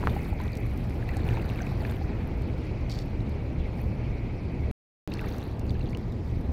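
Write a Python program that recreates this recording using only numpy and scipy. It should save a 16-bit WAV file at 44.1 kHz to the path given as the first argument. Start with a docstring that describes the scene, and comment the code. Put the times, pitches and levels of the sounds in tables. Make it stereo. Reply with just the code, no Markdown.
"""Shallow pond: a person wades and lifts a wet net. Bubbles plop (damped, rising sines), drops tick and spray
fizzes (noise bursts, patchy noise). A cord scrapes a stake and fingers tap the case of a two-port handheld
microphone (struck and rubbed resonances). Wind rumbles and buffets over low hums, far reeds rush and a band of
hiss hangs over the bank (coloured noises). The sound is muted for a third of a second; later a cut, with a
click, changes the stereo balance."""
import sys
import numpy as np
from scipy import signal
from scipy.fft import rfft, irfft, next_fast_len
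from scipy.io import wavfile
from scipy.ndimage import uniform_filter1d, map_coordinates

SR = 44100
rng = np.random.default_rng(int(sys.argv[2]) if len(sys.argv) > 2 else 0)


def level_to_linear(level):
    """Convert decibel levels to linear amplitude factors, elementwise."""
    exponent = np.asarray(level, float) / 20
    return 10 ** exponent


def dump_mix(stems):
    """Bounce the given channels to the path in sys.argv[1] as a 16-bit WAV at rate SR."""
    frames = np.atleast_2d(stems).T  # one column per channel
    limited = np.clip(frames, -1, 1)  # hard clip at full scale
    pcm = np.round(limited * 32767).astype(np.int16)
    wavfile.write(sys.argv[1], SR, pcm)


N = 287532

# Hands and net stir the water: (start [s], hold [s], slosh level [dB], trickle level [dB], spray level [dB])
STIRS = [(0, 0.27, -50, -63.5, -66.5), (0.398, 0.053, -49, -61, -71), (.55, 0.44, -60, -80, -74),
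         (1.094, 0.13, -48, -63, -72.5), (1.267, 0.42, -46, -59.5, -70.5), (1.803, 0.12, -48, -59, -69),
         (2.037, 0.61, -57.5, -95, -86), (2.906, 0.089, -67, -75, -74), (3.765, 0.041, -68, -73, -76),
         (5.137, 0.13, -48, -59, -76.5), (5.29, 0.15, -59, -58, -72.5), (5.667, 0.025, -79, -59, -78),
         (5.793, 0.13, -68, -65, -85), (6.253, 0.11, -65, -74, -86)]
# Lapping between the stirs: (slosh level [dB], trickle level [dB], spray level [dB])
CALM_DB = (-62, -75, -85.5)
# Pushed water: (frequency [Hz], density [dB per Hz])
WASH_SPECTRUM = [(200, -39), (350, -5), (800, -1), (1250, 1), (2000, -15), (5000, -47)]
# Spray: (frequency [Hz], density [dB per Hz])
SPRAY_SPECTRUM = [(5000, -39.5), (7000, -5.5), (9500, -8.5), (13800, -7), (15800, -11)]
# Bubbles that stand out: (time [s], level [dB], pitch [Hz])
BUBBLES = [(0.0286, -21, 967), (0.096, -32.5, 3500), (0.164, -21.5, 797), (0.327, -26.5, 822),
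           (0.401, -22, 990), (0.425, -32, 806), (0.532, -35, 4570), (0.6638, -38, 2210),
           (1.0258, -33, 1670), (1.0901, -30, 2600), (1.091, -29.5, 1960), (1.1409, -33, 1730),
           (1.167, -27, 783), (1.372, -23.5, 920), (1.2818, -27, 950), (1.308, -33.5, 1770),
           (1.3698, -32.5, 2470), (1.397, -35, 2600), (1.492, -37, 3700), (1.558, -34.5, 2600),
           (1.5894, -32, 2210), (1.604, -27.5, 1550), (1.668, -33, 2470), (1.717, -31, 790),
           (1.818, -30, 910), (1.615, -31.5, 720), (1.62, -32.5, 6000), (1.807, -38.5, 4540),
           (1.826, -29.5, 643), (1.85, -30, 1700), (1.8502, -30, 2450), (1.897, -36, 3540),
           (2.013, -28, 790), (3.2055, -41.5, 3820), (3.7923, -41, 1846), (5.118, -34, 3700),
           (5.1209, -31.5, 2640), (5.138, -30.5, 4420), (5.173, -39.5, 2250), (5.1931, -29, 2610),
           (5.192, -34, 1940), (5.216, -29.5, 1480), (5.243, -26.5, 1240), (5.4281, -37.5, 3870),
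           (5.695, -33.5, 4570), (5.706, -35, 3550), (5.7523, -39, 1660), (5.801, -45, 2000),
           (5.8087, -36.5, 2700), (5.814, -40.5, 4070), (5.8581, -37.5, 3420), (5.867, -41, 3200),
           (5.889, -43, 4470), (5.931, -36, 2240), (5.9487, -27.5, 2900), (6.123, -45.5, 3740)]
# Drop impacts: (time [s], bright level [dB], dull level [dB])
DROP_IMPACTS = [(0.169, -40, -64), (0.415, -34, -47), (0.5192, -39, -50.5), (0.553, -41, -41),
                (0.5708, -42, -37), (0.602, -39, -57), (0.775, -37, -45.5), (0.8962, -54, -42),
                (1.089, -37, -43), (1.1689, -33, -34.5), (1.284, -56, -51), (1.3705, -55.5, -54),
                (1.491, -54, -41), (1.501, -35, -54), (1.6646, -45, -47.5), (2.274, -37, -70),
                (2.4199, -42.5, -44.5), (3.0589, -47, -60), (3.2934, -43, -48), (3.815, -34.5, -64),
                (5.1028, -44.5, -54), (5.138, -46, -35.5), (5.2111, -35.5, -45.5), (5.2594, -37, -58.5),
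                (5.383, -37, -40), (5.5944, -39, -40.5), (5.7064, -60, -44), (5.8402, -49, -53),
                (5.8965, -51, -47), (6.122, -48, -54)]
# Net cord jerks on the stake: (time [s], level [dB])
CORD_SLIPS = [(2.8965, -20), (2.905, -25), (2.912, -25), (2.917, -21), (2.9245, -25.5), (2.988, -21)]
# Net cord slides along the stake: (start [s], hold [s], level [dB])
CORD_SLIDES = [(2.56, 0.17, -53), (2.918, 0.056, -37), (2.993, 0.028, -40)]
# Stake resonances: (frequency [Hz], width [Hz], level [dB])
STAKE_MODES = [(3500, 1600, -10), (4570, 300, 2), (5400, 400, -5), (7030, 2000, -14)]
# Finger taps on the case: (time [s], ring level [dB], push level [dB], left-right difference [dB])
CASE_TAPS = [(0.0378, -24, -16, 20.5), (0.0717, -7, -14, 30), (0.0785, -28, -18, 8)]
# Case resonances: (frequency [Hz], width [Hz], level [dB])
CASE_MODES = [(1197, 910, 15.5), (4490, 5500, -38)]
# Wind strength: (time [s], rumble level [dB], buffet level [dB], rush level [dB])
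WIND_LEVELS = [(0.0, -26.5, -36.5, -37.5), (0.43, -30.5, -32, -41.5), (1.4, -29, -46.5, -38.5),
               (3, -30.5, -46, -40), (4.5, -30, -33, -41), (5.28, -32, -48.5, -38.5),
               (5.52, -32.5, -39.5, -40), (5.95, -28.5, -30.5, -40.5), (6.45, -29, -28.5, -41)]
# Wind rumble: (frequency [Hz], density [dB per Hz])
RUMBLE_SPECTRUM = [(13, -45), (22, -4.5), (59, -2.5), (91, -3.5), (113, -1.5), (141, -5), (500, -21),
                   (650, -32.5), (1100, -120)]
# Wind buffet: (frequency [Hz], density [dB per Hz])
BUFFET_SPECTRUM = [(12, -25), (30, 13.5), (100, 5), (250, -5), (600, -41), (1500, -120)]
# Wind rush: (frequency [Hz], density [dB per Hz])
RUSH_SPECTRUM = [(120, -42.5), (200, -7), (376, -11), (822, -16.5), (1370, -27.5), (1900, -33.5),
                 (2470, -70.5), (4180, -120)]
# Low hums, perhaps a distant engine or pump: (frequency [Hz], width [Hz], level re rumble curve [dB])
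LOW_HUMS = [(42.5, 27, -10.5), (71.9, 9.5, -7.5), (113.6, 6, -10)]
# Far bank: (time [s], chorus level [dB], reeds level [dB])
BANK_LEVELS = [(0, -54.5, -51), (.45, -51, -58), (.8, -57, -55), (2, -57.5, -55), (4.7, -55, -56.5),
               (5.1, -70, -54.5), (5.9, -63.5, -59.5), (6.5, -60.5, -61)]
# Reeds: (frequency [Hz], density [dB per Hz])
REEDS_SPECTRUM = [(700, -37), (1200, 1), (1800, -10), (2700, -3.5), (3700, -10.5), (4460, -10),
                  (5400, -14.5), (6200, -19.5), (7900, -25.5), (9600, -32.5), (10400, -24), (11400, -31),
                  (15700, -45.5)]
# Hiss band over the bank: (frequency [Hz], density [dB per Hz])
CHORUS_SPECTRUM = [(1200, -120), (1900, -5), (2250, -0.5), (2600, -5), (3300, -120)]
# Likeness of the two ports: (frequency [Hz], correlation [0..1])
PORT_LIKENESS = [(60, 0.93), (300, 0.87), (700, 0.11), (1300, 0.56), (2400, 0.35), (10000, 0.076)]
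# Case shading of the left port: (frequency [Hz], left-right difference [dB])
PORT_SHADING = [(60, -2.5), (110, -1), (380, -2), (700, -3), (1290, -4.5), (2380, -10.5), (4400, -7),
                (8120, -1), (15000, -8)]
# Cut: (time [s], share of the shading that stays [ratio], lead of the left channel after it [s])
SCENE_CUT = (5.973, 0.47, -.00034)
# Colour after the cut: (frequency [Hz], gain [dB])
AFTER_CUT_COLOUR = [(1300, -1.5), (1900, 5), (2800, -2), (3900, 5.5), (9000, 3)]
# Sound is on: (from [s], to [s])
SOUND_ON = [(0, 4.7132), (5.0756, 6.53)]


def unit(x):
    """x scaled to rms 1."""
    return x / np.sqrt(np.mean(x ** 2) + 1e-20)


def along(points, hz):
    """(Hz, value) points read on a log frequency axis."""
    f, v = np.transpose(points)
    return np.interp(np.log(hz + 1), np.log(f + 1), v)


def curves(table):
    """One value per sample for each column after the time."""
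    s, *columns = np.transpose(table)
    return [np.interp(np.arange(N) / SR, s, c) for c in columns]


def wobble(rate_hz):
    """Smooth random curve, rate_hz knots a second."""
    knots = rng.standard_normal(int(N * rate_hz / SR) + 4)
    return map_coordinates(knots, [np.arange(N) * rate_hz / SR])


def swell(start_s, hold_s, rise_s, fade_db_per_s):
    """Gain that rises up to start_s, holds and dies away."""
    t = np.arange(N) / SR - start_s
    return np.clip(1 + t / rise_s, 0, 1) ** 2 * level_to_linear(-fade_db_per_s * np.maximum(t - hold_s, 0))


def filtered(x, response):
    """x times a complex response of frequency."""
    m = next_fast_len(N + 8192)
    return irfft(rfft(x, m) * response(np.fft.rfftfreq(m, 1 / SR)), m)[..., :N]


def resonances(modes):
    """Causal response of (Hz, width Hz, dB) modes, summed with alternating sign."""
    def response(f):
        total = 0
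        for k, (centre, width, db) in enumerate(modes):
            damping = 1j * f * width
            total = total + (-1) ** k * level_to_linear(db) * damping / (centre * centre - f * f + damping)
        return total
    return response


def at_ports(pair):
    """Two unrelated noises mixed to the ports' likeness."""
    turn = lambda hz: np.arccos(np.clip(along(PORT_LIKENESS, hz), 0, 1)) / 2
    mid, side = filtered(pair, lambda hz: np.array([np.cos(turn(hz)), np.sin(turn(hz))]))
    return np.array([mid + side, mid - side])


def noise(spectrum, patchy_db, wide=6, long=8):
    """Pair of coloured noises, rms 1; random gain patches of wide bins by long frames."""
    z = signal.stft(rng.standard_normal((2, N)), nperseg=256)[2]
    field = uniform_filter1d(rng.standard_normal(z.shape[1:]), size=wide, axis=0)
    field = uniform_filter1d(field, size=long, axis=1)
    pair = signal.istft(z * level_to_linear(patchy_db * unit(field)), nperseg=256)[1][:, :N]
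    return unit(filtered(pair, lambda hz: level_to_linear(along(spectrum, hz))))


def puffs(s, db, t60_s):
    """White noise bursts with sudden starts, partly different on the two channels."""
    t = np.arange(N) / SR
    power = 0
    for start, level, decay in zip(s, db, t60_s):
        power = power + (t >= start) * level_to_linear(level - 60 * np.maximum(t - start, 0) / decay) ** 2
    common, own = rng.standard_normal(N), rng.standard_normal((2, N))
    return np.sqrt(power) * unit(common + 5.9 * own)


def clicks(s, db):
    """Single-sample impulses."""
    return np.bincount(np.round(s * SR).astype(int), level_to_linear(db), N)


def bubbles(s, db, hz, t60_s, pan_db, rise, attack_cycles, size):
    """Damped sines whose pitch climbs as they ring, summed on two channels."""
    t = np.arange(size) / SR
    age = t / t60_s[:, None]
    phase = 2 * np.pi * hz[:, None] * t * (1 + rise * np.minimum(age, 1) / 2)
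    onset = 1 - np.exp(-t * hz[:, None] / attack_cycles)
    ring = level_to_linear(db[:, None] - 60 * age) * onset * np.sin(phase)
    at = (np.round(s * SR)[:, None] + np.arange(size)).astype(int).ravel()
    sides = []
    for sign in (1, -1):
        panned = ring * level_to_linear(sign * pan_db / 2)[:, None]
        sides.append(np.bincount(at, panned.ravel(), N + size)[:N])
    return np.array(sides)


def swarm(hz, spread, cycles, scatter_db, count, size):
    """Random bubbles, rms 1 in all: log-normal pitch, some louder than the rest."""
    u, z = rng.random((count, 2)), rng.standard_normal((count, 2))
    pitch_hz = np.clip(hz * np.exp(spread * z[:, 0]), 300, SR / 2.8)
    loud_db = -scatter_db * np.log(1.02 - u[:, 1])
    return unit(bubbles(u[:, 0] * N / SR, loud_db, pitch_hz, cycles / pitch_hz, 6 * z[:, 1],
                        rise=0.3, attack_cycles=0.4, size=size))


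def stirred_water():
    """Each stir swells wash, bubble swarms and spray over the calm lapping."""
    rise_s, settle_db_per_s = 0.036, 131
    busy = level_to_linear(CALM_DB)[:, None]
    for start_s, hold_s, *db in STIRS:
        busy = busy + level_to_linear(db)[:, None] * swell(start_s, hold_s, rise_s, settle_db_per_s)
    slosh_gain, trickle_gain, spray_gain = busy
    wash = level_to_linear(-6.5) * at_ports(noise(WASH_SPECTRUM, patchy_db=1.5))
    gurgle = level_to_linear(-1.0) * swarm(1046, spread=.45, cycles=11.5, scatter_db=6.5, count=3500, size=900)
    slosh = level_to_linear(-5.0) * swarm(1700, spread=.36, cycles=26, scatter_db=1.5, count=4000, size=600)
    trickle = swarm(3840, spread=0.25, cycles=22, scatter_db=5.0, count=5500, size=350)
    ticks = level_to_linear(2.5) * swarm(12500, spread=0.14, cycles=9.5, scatter_db=6.0, count=3000, size=80)
    fizz = level_to_linear(4) * noise(SPRAY_SPECTRUM, patchy_db=5.5, wide=30, long=2)  # short wide sputters
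    spray = (ticks + at_ports(fizz)) * level_to_linear([[-2.5], [1.5]])  # the net drips on the right
    return slosh_gain * (wash + gurgle + slosh) + trickle_gain * trickle + spray_gain * spray


def single_bubbles():
    """Bubbles ring, small ones dying sooner; each opens with the plunk of the drop that traps it."""
    s, db, hz = np.transpose(BUBBLES)
    t60_s = 0.036 * (1000 / hz) ** 1.16 + .002
    rings = bubbles(s, db, hz, t60_s, 0 * s, rise=0.075, attack_cycles=0.35, size=2000)
    plunks = bubbles(s, db - 5, 1.4 * hz, 7 / hz, 0 * s, rise=0, attack_cycles=0.27, size=400)
    return rings + plunks


def drop_impacts():
    """Impacts spatter as noise bursts in a bright and a dull band; the dull one starts with a snap."""
    s, bright_db, dull_db = np.transpose(DROP_IMPACTS)
    bright_band = resonances([(10500, 3000, -4), (13500, 4000, 0)])
    dull_band = resonances([(5200, 6500, 0)])
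    bright = puffs(s, bright_db, 0.0082 + 0 * s)
    dull = puffs(s, dull_db, 0.02 + 0 * s) + clicks(s, dull_db + 6.5)
    return filtered(bright, lambda f: bright_band(f) ** 2) + filtered(dull, lambda f: dull_band(f) ** 2)


def net_scrape():
    """Sharp slips and a grainy slide ring the thin stake; the slips also click in the treble."""
    slip_t60_s, snap_db, treble_db = 0.016, 9.5, -28.5  # snap: the first jolt over its rattle
    slide_rise_s, slide_fade_db_per_s = 0.0041, 700
    s, db = np.transpose(CORD_SLIPS)
    slips = puffs(s, db, slip_t60_s + 0 * s) + level_to_linear(snap_db) * clicks(s, db)
    slide = 0
    for start_s, hold_s, level_db in CORD_SLIDES:
        slide = slide + level_to_linear(level_db) * swell(start_s, hold_s, slide_rise_s, slide_fade_db_per_s)
    rub = slide * level_to_linear(2.5 * wobble(250)) * rng.standard_normal((2, N))
    treble = filtered(slips, resonances([(13000, 5000, 0)]))
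    return filtered(slips + rub, resonances(STAKE_MODES)) + level_to_linear(treble_db) * treble


def case_taps():
    """Taps close to the left port: the case rings and the finger pushes air."""
    push_s, contact_delay_s = .0004, 0.00041
    t = np.arange(SR // 10) / SR
    blows = np.zeros((2, 2, N))  # (ring or push, channel, time)
    for s, ring_db, push_db, pan_db in CASE_TAPS:
        blows[:, :, round(s * SR)] = level_to_linear(np.array([[ring_db], [push_db]]) - pan_db * np.array([0, 1]))
    # a fingertip-wide contact dulls the top
    contact = lambda hz: np.exp(-(hz / 6000) ** 2 - 2j * np.pi * hz * contact_delay_s)
    case = resonances(CASE_MODES)
    ring = filtered(np.arange(N) == 0, lambda hz: case(hz) ** 2 * contact(hz))[:len(t)]
    push = -np.exp(-(t / push_s - 2) ** 2 * 2)
    shapes = np.array([ring / np.abs(ring).max(), push])
    return signal.fftconvolve(blows, shapes[:, None], axes=2)[..., :N].sum(0)


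def cut_click():
    """One-sided decaying pulse at the cut, alike on both channels."""
    level_db, decay_s = -26, .0006
    since = np.arange(N) / SR - SCENE_CUT[0]
    return level_to_linear(level_db) * (since >= 0) * np.exp(-np.maximum(since, 0) / decay_s)


def wind():
    """Lumpy low rumble, buffeting mostly on the left port, and a mid rush."""
    rumble_db, buffet_db, rush_db = curves(WIND_LEVELS)
    lumps = level_to_linear(1.04 * wobble(10) + 1.1 * wobble(28))
    rumble = level_to_linear(rumble_db - 1.5) * unit(lumps * at_ports(noise(RUMBLE_SPECTRUM, patchy_db=0.44)))
    buffet = level_to_linear(buffet_db + 2.7 * wobble(11)) * noise(BUFFET_SPECTRUM, patchy_db=2.5) * level_to_linear([[0], [-7]])
    rush = level_to_linear(rush_db + 0.44 * wobble(8.6)) * at_ports(noise(RUSH_SPECTRUM, patchy_db=1.0))
    return rumble + buffet + rush


def low_hums():
    """Low hums under the rumble, perhaps a distant engine or pump: narrow noise bands on its level curve."""
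    rumble_db = curves(WIND_LEVELS)[0]
    hums = 0
    for hz, width_hz, db in LOW_HUMS:
        peak = resonances([(hz, width_hz, 0)])
        hums = hums + level_to_linear(db) * unit(filtered(rng.standard_normal(N), lambda f: peak(f) ** 2))
    return level_to_linear(rumble_db) * hums


def far_reeds():
    """Wind in far reeds: patchy broadband hiss."""
    return level_to_linear(curves(BANK_LEVELS)[1]) * at_ports(noise(REEDS_SPECTRUM, patchy_db=2.5))


def far_chorus():
    """Wavering noise band near 2.3 kHz, like insects far along the bank."""
    level_db = curves(BANK_LEVELS)[0] + 0.65 * wobble(50) + 1.0 * wobble(9.0)
    return level_to_linear(level_db) * at_ports(noise(CHORUS_SPECTRUM, patchy_db=1.5))


def shaded(pair):
    """The case shades the left port, which leads above the bass; after the cut shading is weaker, lead reversed."""
    cut_s, share_after_cut, lead_after_cut_s = SCENE_CUT
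    first_lead_s = 0.0004815
    side = np.array([[.5], [-.5]])

    def balanced(share, lead_s):
        def response(hz):
            above_bass = hz ** 2 / (hz ** 2 + 450 ** 2)
            lead = np.exp(2j * np.pi * hz * lead_s * side * above_bass)
            return level_to_linear(share * along(PORT_SHADING, hz) * side) * lead
        return filtered(pair, response)

    before = balanced(1, first_lead_s)
    after = balanced(share_after_cut, lead_after_cut_s)
    after = filtered(after, lambda hz: level_to_linear(along(AFTER_CUT_COLOUR, hz)))
    return np.where(np.arange(N) < cut_s * SR, before, after)


def scene():
    """Airborne sound passes the shading of the case; taps and the cut click are added unshaded."""
    water = stirred_water() + single_bubbles() + drop_impacts()
    background = wind() + low_hums() + far_reeds() + far_chorus()
    return shaded(water + net_scrape() + background) + case_taps() + cut_click()


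def low_pass(x):
    """Removes everything above the highest recorded frequency."""
    return signal.sosfilt(signal.butter(12, 15840, fs=SR, output="sos"), x)


def record(dry):
    """Band limit, then hard cuts around the mute."""
    top_hz = 15850
    t = np.arange(N) / SR
    on = sum((t >= start) & (t < end) for start, end in SOUND_ON)
    mix = filtered(dry, lambda hz: hz < top_hz) * on
    return low_pass(mix)


dry = scene()
out = record(dry)
dump_mix(out)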